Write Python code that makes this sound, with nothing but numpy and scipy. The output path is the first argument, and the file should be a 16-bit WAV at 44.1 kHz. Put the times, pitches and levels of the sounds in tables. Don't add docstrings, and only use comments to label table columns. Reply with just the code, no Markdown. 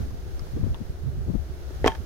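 import sys
import numpy as np
from scipy import signal
from scipy.fft import rfft, irfft, next_fast_len
from scipy.io import wavfile

SR = 44100
rng = np.random.default_rng(int(sys.argv[2]) if len(sys.argv) > 2 else 0)


def materialize(psi):
    bounded = np.clip(np.atleast_2d(psi).T, -1, 1)
    quanta = np.round(bounded * 32767).astype(np.int16)
    wavfile.write(sys.argv[1], SR, quanta)


N = 90757
T = np.arange(N) / SR


def log_on_stack():
    # start_s, push_db, hardness_hz, lowest_hz, place (0-1 along the log),
    # crack_db, crack_hz, crack_width_hz
    knocks = [(1.8436, -16.5, 1420, 453, .301, -24, 1930, 298),
              (1.8604, -10, 766, 60, 0.64, -34, 5100, 2490),
              (1.8622, -20.5, 1840, 100, .229, -33, 5700, 2520),
              (1.8715, -18, 1160, 710, 0.14, -39, 5300, 2200),
              (1.8734, -19.5, 6400, 262, 0.62, -26.5, 4070, 2480),
              (1.8779, -10, 9160, 670, .165, -27, 4900, 4400),
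              (1.9182, -28, 2520, 840, 0.7, -50, 3720, 2500),
              (1.9510, -38.5, 3520, 1920, 0, -47, 4200, 2500),
              (2.0510, -40, 1530, 206, 0.17, -50, 3500, 2500)]
    # pitch_hz, level_db, t60_s
    modes = [(252, -8, 0.089), (396, -3, 0.07), (432, 8, 0.022), (442, 11, 0.013), (662, -11.5, 0.054),
             (745, -5, .07), (892, -4.5, 0.12), (1070, -7.5, 0.068), (1510, -2, 0.018), (1745, -3.5, 0.03),
             (2440, -11, .022), (2210, -7.5, 0.013), (2530, -8.5, 0.01), (3170, -1.5, 0.025)]
    # start_s, length_s, level_db
    scrapes = [(1.838, 0.058, -29.5), (1.885, 0.033, -38.5), (1.945, 0.018, -42)]
    # frequency_hz, gain_db
    bark_colour = [(300, -7.5), (800, 2.5), (1800, -4), (3000, -8.5), (6000, -25), (9000, -35),
                   (16000, -35)]
    forces, places, bark = [], [], 0
    for start, push_db, hardness_hz, lowest_hz, place, crack_db, crack_hz, width_hz in knocks:
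        offset = (T - start) * SR
        click = from_db(push_db) * np.sinc(offset) * (np.abs(offset) < 4)
        forces.append(cut(cut(click, hardness_hz, "low"), lowest_hz, "high", order=1))
        places.append(place)
        bark += snap(start, crack_db, crack_hz, width_hz, t60=.02, spray_db=-5.5,
                     top_hz=2.07 * hardness_hz)
    for start, length, db in scrapes:
        swell = np.sin(np.pi * np.clip((T - start) / length, 0, 1))
        bark += from_db(db) * swell * unit_rms(coloured(grit(), bark_colour))
    forces, places = np.array(forces), np.array(places)
    wood = from_db(-21) * ring(forces.sum(axis=0), hz=135, t60=.16)
    for nodes, (hz, db, t60) in enumerate(modes, 1):
        spread_db = .6 * rng.standard_normal(len(places))
        share = np.cos(np.pi * nodes * places) * from_db(db + spread_db)
        wood += ring(share @ forces, hz, t60)
    wood_right = np.interp(T - .00008, T, wood)
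    return np.array([wood, wood_right]) + bark


def ticks_and_scuff():
    # start_s, high_db, high_hz, high_width_hz, low_db, low_hz
    events = [(0.106, -54, 6000, 3000, -49.5, 1010), (0.3942, -41, 5080, 1250, -43.5, 1210),
              (0.469, -62, 4000, 2000, -49, 920), (0.7447, -37, 3120, 380, -38.5, 994),
              (1.707, -55, 6030, 3000, -34.5, 340)]
    bursts = np.zeros((2, N))
    for start, high_db, high_hz, width_hz, low_db, low_hz in events:
        bursts += snap(start, high_db, high_hz, width_hz, t60=.016, spray_db=-17, top_hz=9000)
        bursts += snap(start, low_db, low_hz, width_hz=213, t60=.045, spray_db=-17, top_hz=low_hz)
    return bursts


def snap(start, db, hz, width_hz, t60, spray_db, top_hz):
    grains, envelope = grit(), dying(start, t60)
    band = resonance(resonance(grains, hz, width_hz), hz, width_hz)
    burst = unit_rms(envelope * band) * np.sqrt(np.mean(envelope ** 2))
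    spray = from_db(spray_db) * envelope * cut(grains, top_hz, "low")
    return from_db(db) * (burst + spray)


def grit():
    noise = stereo_noise(side_db=-2)
    grain_db = 2.5 * np.repeat(rng.standard_normal(N // 16 + 1), 16)[:N]
    return unit_rms(noise * from_db(grain_db))


def snow_bounce(near):
    lags_s = (.00348, .00445)
    late = np.array([np.interp(T - lag, T, side) for lag, side in zip(lags_s, near)])
    return from_db(-15.5) * cut(late, 1520, "low")


def yard_scatter(near):
    # frequency_hz, gain_db
    yard_colour = [(150, -10), (400, -11), (900, -3.5), (1800, 1), (4000, -3), (8000, 3), (16000, -2)]
    tail = coloured(stereo_noise(side_db=-2.5), yard_colour) * dying(start=.0056, t60=.26)
    tail /= np.sqrt(np.sum(tail ** 2) / 2)
    return from_db(-19) * signal.fftconvolve(near, tail, axes=1)[:, :N]


def wind_on_microphone():
    # frequency_hz, gain_db
    rumble_colour = [(20, -1), (40, -7), (68, 8.5), (100, -9), (160, -11), (300, -44), (700, -53)]
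    # centre_s, half_length_s, left_db, right_db, top_hz
    puffs = [(-0.02, 0.085, -30, -29, 240), (0.14, 0.035, -41.5, -40, 216), (0.274, 0.048, -33, -53, 104),
             (0.426, 0.017, -26.5, -36.5, 90.5), (0.543, 0.013, -23.5, -64, 141),
             (.57, 0.015, -26, -44, 370), (0.609, 0.019, -23.5, -27, 124), (0.639, 0.0084, -15, -47, 204),
             (0.666, 0.016, -20.5, -48, 204), (0.71, 0.032, -23.5, -22, 104),
             (0.814, 0.011, -24.5, -60, 204), (0.902, 0.0069, -25, -23.5, 105),
             (1.074, 0.033, -32, -22, 112), (1.198, 0.096, -32, -27, 110), (1.297, 0.023, -20, -35, 205),
             (1.352, 0.013, -17, -49, 213), (1.377, 0.047, -23, -53, 77), (1.503, 0.016, -54, -27.5, 83),
             (1.745, 0.016, -36, -32.5, 99), (1.861, 0.067, -25, -26.5, 83),
             (2.006, 0.014, -59, -27.5, 118)]
    evenness = .57
    flutter = unit_rms(coloured(rng.standard_normal((2, N)), [(27, 0), (54, -20), (270, -90)]))
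    rumble = unit_rms(coloured(rng.standard_normal((2, N)), rumble_colour))
    wind = from_db(-35 + 2 * flutter) * rumble
    air = cut(rng.standard_normal((2, N)), 41.2, "high")
    for centre, half_length, left_db, right_db, top_hz in puffs:
        eddies = cut(air, top_hz, "low", order=3)
        strength = np.abs(signal.hilbert(eddies, next_fast_len(N)))[:, :N] + 1e-9
        eddies = cut(eddies / strength ** evenness, 2 * top_hz, "low", order=3)
        soft_edge = from_db(-22) * unit_rms(cut(air, 2 * top_hz, "low"))
        eddies = unit_rms(eddies) + soft_edge
        swell = np.exp(-((T - centre) / half_length) ** 2)
        eddies /= np.sqrt(np.sum((eddies * swell) ** 2, axis=1, keepdims=True) / np.sum(swell ** 2))
        wind += from_db([[left_db], [right_db]]) * swell * eddies
    return wind


def far_hush():
    # frequency_hz, gain_db
    hush_colour = [(150, -11), (260, -6.5), (380, -5.5), (550, -9.5), (750, -11.5), (1000, -20),
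                   (1450, -16), (2400, -25.5), (4000, -24.5), (6500, -27), (7700, -36.5), (12000, -32.5),
                   (15500, -36.5)]
    # frequency_hz, correlation
    likeness = [(100, 0.9), (400, 1), (1000, -0.11), (2500, 0.032), (5000, -0.15), (9000, 0.18),
                (15000, -0.051)]
    # time_s, level_db
    treble_drift = [(0, -52), (.1, -57.5), (.5, -55.5), (.8, -57.5), (1.1, -59.5), (1.55, -57),
                    (1.76, -54.5), (2.05, -55)]
    mid, side = rfft(rng.standard_normal((2, N)))
    alike = at_fft_bins(likeness)
    white = irfft(np.sqrt(1 + alike) * mid + np.sqrt(1 - alike) * side * [[1], [-1]], N)
    hush = from_db(-49.5) * unit_rms(cut(coloured(white, hush_colour), 171, "high"))
    lows = cut(hush, 730, "low", order=1)
    drift_db = np.interp(T, *np.transpose(treble_drift))
    lean_db = np.array([[-1.25], [1.25]])
    treble = (hush - lows) * from_db(.5 + drift_db - drift_db.mean() + lean_db)
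    return lows * from_db(-lean_db) + treble


def far_drone():
    return from_db(-52) * unit_rms(resonance(stereo_noise(side_db=-4.5), hz=368, width_hz=46))


def from_db(db):
    return 10 ** (np.asarray(db) / 20)


def unit_rms(x):
    return x / np.sqrt(np.mean(x ** 2) + 1e-20)


def at_fft_bins(points):
    hz, value = np.transpose(points)
    return np.interp(np.log(np.arange(N // 2 + 1) * SR / N + 1), np.log(hz), value)


def coloured(x, colour):
    return irfft(rfft(x) * from_db(at_fft_bins(colour)), N)


def cut(x, hz, kind, order=2):
    sections = signal.butter(order, np.clip(hz, 10, .45 * SR), kind, fs=SR, output="sos")
    return signal.sosfilt(sections, x + 1e-18)


def resonance(x, hz, width_hz):
    radius, angle = np.exp(-np.pi * width_hz / SR), 2 * np.pi * hz / SR
    gain = (1 - radius ** 2) / 2
    return signal.lfilter([gain, 0, -gain], [1, -2 * radius * np.cos(angle), radius ** 2], x)


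def ring(force, hz, t60):
    radius, angle = np.exp(-np.log(1000) / (t60 * SR)), 2 * np.pi * hz / SR
    feedback = [1, -2 * radius * np.cos(angle), radius ** 2]
    return signal.lfilter([0, np.sin(angle)], feedback, force + 1e-18)


def dying(start, t60):
    return (T >= start) * np.exp(-np.log(1000) * np.maximum(T - start, 0) / t60)


def stereo_noise(side_db):
    mid, side = rng.standard_normal((2, N))
    return unit_rms(mid + from_db(side_db) * side * [[1], [-1]])


def scene():
    near = log_on_stack() + ticks_and_scuff()
    return near + snow_bounce(near) + yard_scatter(near) + wind_on_microphone() + far_hush() + far_drone()


def record(dry):
    return signal.sosfilt(signal.ellip(10, .1, 80, 15800, fs=SR, output="sos"), dry)


dry = scene()
out = record(dry)
materialize(out)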